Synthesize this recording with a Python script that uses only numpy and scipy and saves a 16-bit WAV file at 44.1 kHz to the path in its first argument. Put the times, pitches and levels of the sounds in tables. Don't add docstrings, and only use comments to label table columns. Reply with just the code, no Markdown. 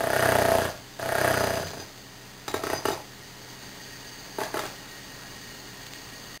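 import sys
import numpy as np
from scipy import signal
from scipy.fft import rfft, irfft
from scipy.io import wavfile
from scipy.ndimage import uniform_filter1d

SR = 44100
rng = np.random.default_rng(int(sys.argv[2]) if len(sys.argv) > 2 else 0)


def voltage_ratio(level):
    return 10 ** (np.asarray(level, float) / 20)


def wav_out(sig):
    wavfile.write(sys.argv[1], SR, np.round(np.clip(np.atleast_2d(sig).T, -1, 1) * 32767).astype(np.int16))


N = 282240

# pitch_hz, density_db (per Hz)
RAIN_SPECTRUM = [(12, -37), (20, -10), (71, -6.5), (128, -3.5), (396, -5.5), (455, -7.5), (859, -7.5),
                 (1190, -10), (1870, -8.5), (2530, -11.5), (3960, -10), (4780, -6), (5500, -8.5),
                 (7150, -42), (12100, -120)]
# pitch_hz, width_hz, level_db
WINDOW_FRAME = [(869, 45, -69.5), (1672, 36, -64), (1874, 64, -58), (2883, 110, -62), (4395, 140, -60.5),
                (4680, 62, -56)]
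# start_s, peak_db, pitch_hz (the sill sounds at 0.85 of it)
DRIPS = [
    (5.8673, -30.5, 4700),
    (5.9361, -28, 4680),
]
# pitch_hz, width_hz, level_db
FRIDGE_HUM = [(30.5, 6.4, -60.5), (124.75, 2.4, -55.5), (194.3, 31, -59.5), (280.5, 21, -59.5),
              (408.4, 17.5, -61.5)]
# pitch_hz, width_hz, level_db
FOUNDATION = [(68.4, 5.9, -15), (89, 13, 0.5), (126.1, 12.6, 1.5), (182.4, 8.9, -2), (213, 12, -4)]
# pitch_hz, t60_s
YARD_DECAY = [(200, 0.4), (700, 0.36), (2000, 0.32), (5000, 0.19)]
# delay_s, level_db
ECHOES = [
    (.0045, -5),
    (.0125, -11),
    (.0255, -12),
]

# pitch_hz, density_db (per Hz)
CLATTER_SPECTRUM = [(130, -17), (220, -20), (343, -5), (392, -30), (513, -1.5), (651, 4), (768, -4.5),
                    (834, -5), (1160, -10), (1260, -20), (1700, -10.5), (2030, -95), (2600, -17),
                    (3380, -17), (5720, -120)]
# pitch_hz, density_db (per Hz)
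SPILL_SPECTRUM = [(130, -50), (220, -39), (282, 1), (422, -4), (524, 2), (658, 4), (752, 5), (925, 2.5),
                  (1220, -8), (1720, -25.5), (2600, -10), (3380, -40), (5720, -120)]
# pitch_hz, density_db (per Hz)
GRIT_SPECTRUM = [(1350, -4.5), (2300, -2), (2580, -1.5), (2820, -8.5), (3060, -12), (3320, -2.5),
                 (4060, -1), (4620, 1.5), (4820, 4), (5500, 0.5), (7150, -41), (12100, -120)]
# peak_s, level_db, rise_db_per_s, fall_db_per_s
SQUEALS = [
    (1.4, -38, 53, 71),
    (1.68, -42, 66, 254),
    (1.808, -37, 400, 280),
    (2.78, -32.5, 139, 450),
    (2.875, -34.5, 403, 140),
]
# start_s, pitch_hz, level_db, t60_s
SHANK_TONES = [
    (2.482, 3830, -35.5, 0.22),
    (2.543, 3790, -35, 0.19),
    (2.915, 3760, -34.5, 0.13),
    (4.592, 3700, -35, 0.1),
]

# pitch_hz, level_db, t60_s
LOW_SLAB_MODES = [(305, -6, .025), (398, 0, .03), (478, -3, .025)]
SLAB_MODES = [(600, 0, .045), (665, 0, .048), (825, -4, .035), (950, -11, .02)]
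TILE_MODES = [(1274, 3, 0.032), (1226, -0.5, 0.033), (1424, 4, 0.064), (1475, 1, 0.034), (1641, 8.5, 0.034),
              (1815, -4, 0.069), (2190, -7.5, 0.025)]
STEEL_MODES = [(2500, -3, .008), (2890, 0, .018), (3300, -3, .008), (3800, -3, .01), (4300, -5, .008),
               (4900, -4, .012)]
GROUND_MODES = [(65, 2, 0.15), (93, 13.5, 0.35), (138.7, 14, 0.26), (204, -18, 0.02)]
# pitch_hz, level_db, t60_s
THUD_MODES = [(310, -18, 0.0099), (383.4, 1.5, 0.026), (421, -3.5, 0.016)]
STONE_MODES = [(630, 4, 0.06), (840, 2, 0.058), (905, -2, 0.037)]
CHIP_MODES = [(1126, 1, 0.024), (1310, -0.5, 0.026), (1533, -1.5, 0.03), (1834, -2, 0.029),
              (2044, -11, 0.016)]

# start_s, peak_db, thud_db, chip_db, steel_db
DROPS = [(4.385, -21.5, 1.5, -0.5, -12), (4.403, -24.5, -7, 1, -4), (4.415, -23.5, 0, 6, -18),
         (4.434, -27, -6, 3.5, -5), (4.464, -36, -10, -5, -8), (4.542, -19.5, -1.5, -3.5, -14),
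         (4.556, -25.5, -12, -6, -9), (4.57, -23.5, 0, 6, -6.5), (4.591, -24, -1.5, 6, -3.5),
         (4.636, -28.5, -4, 0, -4), (4.654, -29.5, -5, -4, -3)]
# start_s, peak_db, thud_db, chip_db, steel_db
KNOCKS = [(2.48, -26.5, -2, 3.5, -1.5), (2.541, -20.5, 2, 3.5, -7.5), (2.562, -30, 4, -12, -21),
          (2.592, -28, -15, -10, -27), (2.636, -22.5, 2, 3, -6), (2.668, -25.5, 3.5, 6, -4.5),
          (2.7, -22, -0.5, 1, -5), (2.732, -18, -1.5, -2, -12), (2.854, -19, 2, 1, -6.5),
          (2.884, -22, 6, -1.5, -4.5), (2.904, -23, -2, -9, -22), (2.929, -29.5, -10, -9, -22),
          (2.975, -30, -19, -15, -18)]
# start_s, peak_db, tile_db, steel_db
RUNOUT = [
    (.675, -48, -2, 0),
    (1.599, -25, -11, -13),
    (1.63, -25.5, -3, -13),
    (1.669, -44, 11, 10),
    (1.704, -39, 5, 3.5),
    (1.734, -33.5, -0.5, -10),
    (1.771, -30, -7, -18),
    (1.799, -32.5, -3, -3),
    (1.827, -46, -13, -6),
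]
# time_s, slab_blow_db, lean_db
POUNDING = [
    [(0, -22.5, -5.5), (.04, -23, -6.5), (.18, -22.5, -2), (.24, -21, -0.5), (.42, -19.5, -1.5),
     (.57, -17.5, -2), (.66, -44, -2), (.72, -38, -10), (.82, -64, -17.5)],
    [(.99, -33.5, -10), (1.04, -28, -7.5), (1.25, -20.5, -1.5), (1.32, -27, -2), (1.44, -22.5, -2),
     (1.53, -29.5, -4.5), (1.62, -24, -5), (1.72, -40, -17), (1.88, -40, -33)],
]
# first_blow_s, start_rate_per_s, spin_up_s, bite_s, last_blow_s
BURSTS = [
    (.0062, 29.75, .006, .1225, .66),
    (.9959, 31.57, 1.1009, 1.1392, 1.58),
]


def evened(x):
    return x / np.sqrt(np.mean(x ** 2) + 1e-20)


def read(points, hz):
    f, value = np.transpose(points)
    return np.interp(np.log(hz + 1), np.log(f + 1), value)


def add(mix, s, sound):
    part = mix[round(s * SR):][:len(sound)]
    part += sound[:len(part)]


def coloured(x, spectrum):
    return evened(irfft(rfft(x) * voltage_ratio(read(spectrum, np.fft.rfftfreq(N, 1 / SR))), N))


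def whistle(hz, width, steady):
    pole = np.exp((2j * np.pi * hz - np.pi * width) / SR)
    once = signal.lfilter([1], [1, -pole], rng.standard_normal(N))
    twice = signal.lfilter([1], [1, -pole], once)
    return evened((twice / (abs(twice) + 1e-9) ** np.clip(steady, 0, 1)).real)


def swell():
    span = int(0.4 * SR)
    drift = uniform_filter1d(uniform_filter1d(rng.standard_normal(N), span), span)
    return voltage_ratio(1.5 * evened(drift))


def rain():
    frames = N // 256 + 5
    a, b, patches = rng.standard_normal((frames, 513, 3)).T
    patches = evened(uniform_filter1d(uniform_filter1d(patches, 10, 0), 12, 1))
    wash = signal.istft((a + 1j * b) * voltage_ratio(1.2 * patches), nperseg=1024, noverlap=768)[1][:N]
    drops = rng.standard_normal(N) * voltage_ratio(2.8 * np.minimum(rng.exponential(1, N), 3))
    drops *= rng.random(N) < 1500 / SR
    falling = voltage_ratio(1.0) * coloured(evened(wash) + 0.46 * evened(drops), RAIN_SPECTRUM)
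    frame = sum(voltage_ratio(db + 48.5) * swell() * whistle(hz, width, 0.055) for hz, width, db in WINDOW_FRAME)
    t, shower_s = np.arange(N) / SR, [3, 3.72]
    rain_db = np.interp(t, shower_s, [-47.5, -45])
    ring_db = np.interp(t, shower_s, [-6, 0])
    return voltage_ratio(rain_db) * (falling + frame * voltage_ratio(ring_db))


def drips():
    out, t = np.zeros(N), np.arange(9000) / SR
    for s, db, hz in DRIPS:
        add(out, s, voltage_ratio(db + 12 - 60 * t / .0012) * np.sin(2 * np.pi * .85 * hz * t))
    return out


def fridge():
    return sum(voltage_ratio(db) * whistle(hz, width, 1.0) for hz, width, db in FRIDGE_HUM)


def follow(db, base_db, slope):
    return base_db + slope * db


def turns(first, start_rate, spin_up, bite, last):
    free, loaded, sag_s = 33.28, 29.61, .1927
    t = np.arange(first, last + .3, 1 / SR)
    sag = loaded + (free - loaded) * np.exp(-(t - bite) / sag_s)
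    rate = np.where(t < bite, np.interp(t, [spin_up, bite], [start_rate, free]), sag)
    return t, rate, np.cumsum(rate) / SR


def lean(t):
    return np.max([np.interp(t, *np.transpose(rows)[[0, 2]], -60, -60) for rows in POUNDING], axis=0)


def between_blows():
    out = np.zeros(N)
    for burst in BURSTS:
        add(out, burst[0], turns(*burst)[2] % 1)
    return out


def building():
    out = np.zeros(N)
    lag = 0.14
    for burst in BURSTS:
        t, rate, count = turns(*burst)
        level = voltage_ratio(follow(lean(t), -34.5, 1.39)) * signal.windows.tukey(len(t), .03)
        for k in range(2, 9):
            power = sum(voltage_ratio(2 * db) / (1 + (2 * (k * rate - hz) / width) ** 2) for hz, width, db in FOUNDATION)
            add(out, t[0], level * np.sqrt(power) * np.sin(2 * np.pi * k * (count - lag)))
    return out


def yard(x):
    taps = np.zeros(SR)
    at = np.arange(700, SR - 20, 20)
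    taps[at + rng.integers(0, 20, len(at))] = rng.choice([-1., 1.], len(at))
    hz, t, z = signal.stft(taps, SR, nperseg=256)
    tail = signal.istft(z * voltage_ratio(-60 * t / read(YARD_DECAY, hz)[:, None]), SR, nperseg=256)[1]
    thin = signal.lfilter(*signal.butter(1, 1100, "high", fs=SR), x)
    return signal.fftconvolve(thin, tail / np.linalg.norm(tail))[:N]


def settling(kicks, start_db, db_per_s):
    power = np.zeros(N)
    fall = db_per_s * np.arange(SR // 2) / SR
    for s, db in kicks:
        add(power, s, voltage_ratio(2 * (db + start_db + fall)))
    return np.sqrt(power)


def rubble():
    load = lean(np.arange(N) / SR)
    singles = np.array([(s, db, steel) for s, db, *_, steel in KNOCKS + DROPS + RUNOUT[3:]])
    grains = rng.standard_normal((2, N)) * voltage_ratio(1.85 * np.minimum(rng.exponential(1, (2, N)), 3))
    grains *= rng.random((2, N)) < np.array([[1500], [3000]]) / SR
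    clatter_db = -10.5 + follow(load, -17, 1.38) - 0.5 * between_blows()
    clatter = voltage_ratio(clatter_db) * coloured(grains[0], CLATTER_SPECTRUM)
    spill = settling(singles[:, :2], -14.5, -160) * coloured(grains[0], SPILL_SPECTRUM)
    scraped = zip(singles[:, 0], singles[:, 1] + singles[:, 2])
    grit = voltage_ratio(follow(load, -33, 1.15)) + settling(scraped, -8.5, -130)
    return clatter + spill + voltage_ratio(-1.5) * grit * coloured(grains[1], GRIT_SPECTRUM)


def whine():
    t = np.arange(N) / SR
    level = voltage_ratio(follow(lean(t), -51, 1.5))
    for s, db, rise, fall in SQUEALS:
        level = level + voltage_ratio(db - np.maximum(rise * (s - t), fall * (t - s)))
    return voltage_ratio(-2.5) * level * whistle(4880, 60, .4)


def shank():
    out, t = np.zeros(N), np.arange(9000) / SR
    for s, hz, db, t60 in SHANK_TONES:
        add(out, s, voltage_ratio(db - 60 * t / t60) * np.minimum(t / 0.00045, 1) * np.sin(2 * np.pi * hz * t))
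    return out


def ring(modes, spread, scatter_db, rise):
    t = np.arange(6000) / SR
    chance = rng.standard_normal((len(modes), 3))
    x = np.zeros(len(t))
    for (hz, db, t60), (a, b, c) in zip(modes, chance):
        phase = 2 * np.pi * hz * (1 + spread * b) * t + 30 * spread * c
        x -= voltage_ratio(db + scatter_db * a - 60 * t / t60) * np.sin(phase)
    x *= 1 - np.exp(-t / rise)
    return x / abs(x).max()


def blows(rows, low_modes, slab, tile_modes, spread, chatter, trim_db, ground_db):
    out, low, t = np.zeros(N), np.zeros(N), np.arange(600) / SR
    for s, db, low_db, tile_db, steel_db in rows:
        body = ring(slab, spread, 150 * spread, 0.00017)
        body = body + voltage_ratio(low_db + 4.5) * ring(low_modes, .5 * spread, 70 * spread, 0.000055)
        tile = voltage_ratio(tile_db + 1.5) * ring(tile_modes, 1.5 * spread, 1.5, .0003)
        shell = tile + voltage_ratio(steel_db + 1.5) * ring(STEEL_MODES, 0.02, 4.8, 0.0005)
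        drive = chatter * rng.standard_normal(len(t)) * np.exp(-t / 0.003) * (rng.random(len(t)) < .05)
        drive[0] = 1
        chattered = signal.fftconvolve(shell, drive / np.linalg.norm(drive))[:len(body)]
        add(out, s, voltage_ratio(db + trim_db) * (body + chattered))
        add(low, s, voltage_ratio(db + ground_db) * ring(GROUND_MODES, 0.062, 0.5, 0.0082))
    return signal.sosfilt(signal.butter(6, 265, "high", fs=SR, output="sos"), out) + low


def dropped_rubble():
    return blows(DROPS, THUD_MODES, STONE_MODES, CHIP_MODES, 0.0244, 0.42, -1.7, -26)


def single_blows():
    return blows(KNOCKS, THUD_MODES, STONE_MODES, CHIP_MODES, 0.016, 0.28, -0.93, -16)


def runout():
    rows = [(s, db, follow(steel, 0.5, 0.29), tile, steel) for s, db, tile, steel in RUNOUT]
    return blows(rows, LOW_SLAB_MODES, SLAB_MODES, TILE_MODES, 0.011, 0.44, -1.3, -8.5)


def pounding():
    rows = []
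    for burst, force in zip(BURSTS, POUNDING):
        t, rate, count = turns(*burst)
        blow_count = int(np.interp(burst[4], t, count)) + 1
        s = np.interp(np.arange(blow_count), count, t)
        db = np.interp(s, *np.transpose(force)[:2])
        load = lean(s)
        wear_db = -11.5 * np.maximum(s - burst[3], 0)
        low_db = follow(load, -29, 1.86) - db
        tile_db = follow(load, -18.5, 1.65) + wear_db - db
        steel_db = follow(load, -36.5, 1.5) - db
        rows += zip(s, db, low_db, tile_db, steel_db)
    return blows(rows, LOW_SLAB_MODES, SLAB_MODES, TILE_MODES, .002, .2, 9, -45)


def scene():
    steady = pounding() + runout()
    singles = single_blows() + dropped_rubble()
    near = steady + singles + shank() + drips()
    for s, db in ECHOES:
        add(near, s, voltage_ratio(db) * (steady + voltage_ratio(-8) * singles))
    reverberant = voltage_ratio(-7) * yard(steady + voltage_ratio(2) * singles)
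    background = building() + rubble() + whine() + rain() + fridge()
    return (near + reverberant + background)[None]


def top_cut(x):
    return signal.sosfilt(signal.butter(12, 16320, fs=SR, output="sos"), x)


def record(dry):
    hold = 4
    smooth = signal.oaconvolve(dry, signal.firwin(61, 5450, fs=SR)[None], "same")
    held = np.repeat(smooth[:, ::hold], hold, axis=1)[:, :N]
    level = np.sqrt(abs(uniform_filter1d(held ** 2, 1000)))
    held = held + (voltage_ratio(-62.0) + voltage_ratio(-22.0) * level) * rng.standard_normal(dry.shape)
    edge = signal.firwin(255, 15650, window=("kaiser", 8), fs=SR)
    held = signal.oaconvolve(held, edge[None], "same")
    stop_s = 6.377
    finished = held * np.where(np.arange(N) < stop_s * SR, 1, voltage_ratio(-26))
    return top_cut(finished)


dry = scene()
out = record(dry)
wav_out(out)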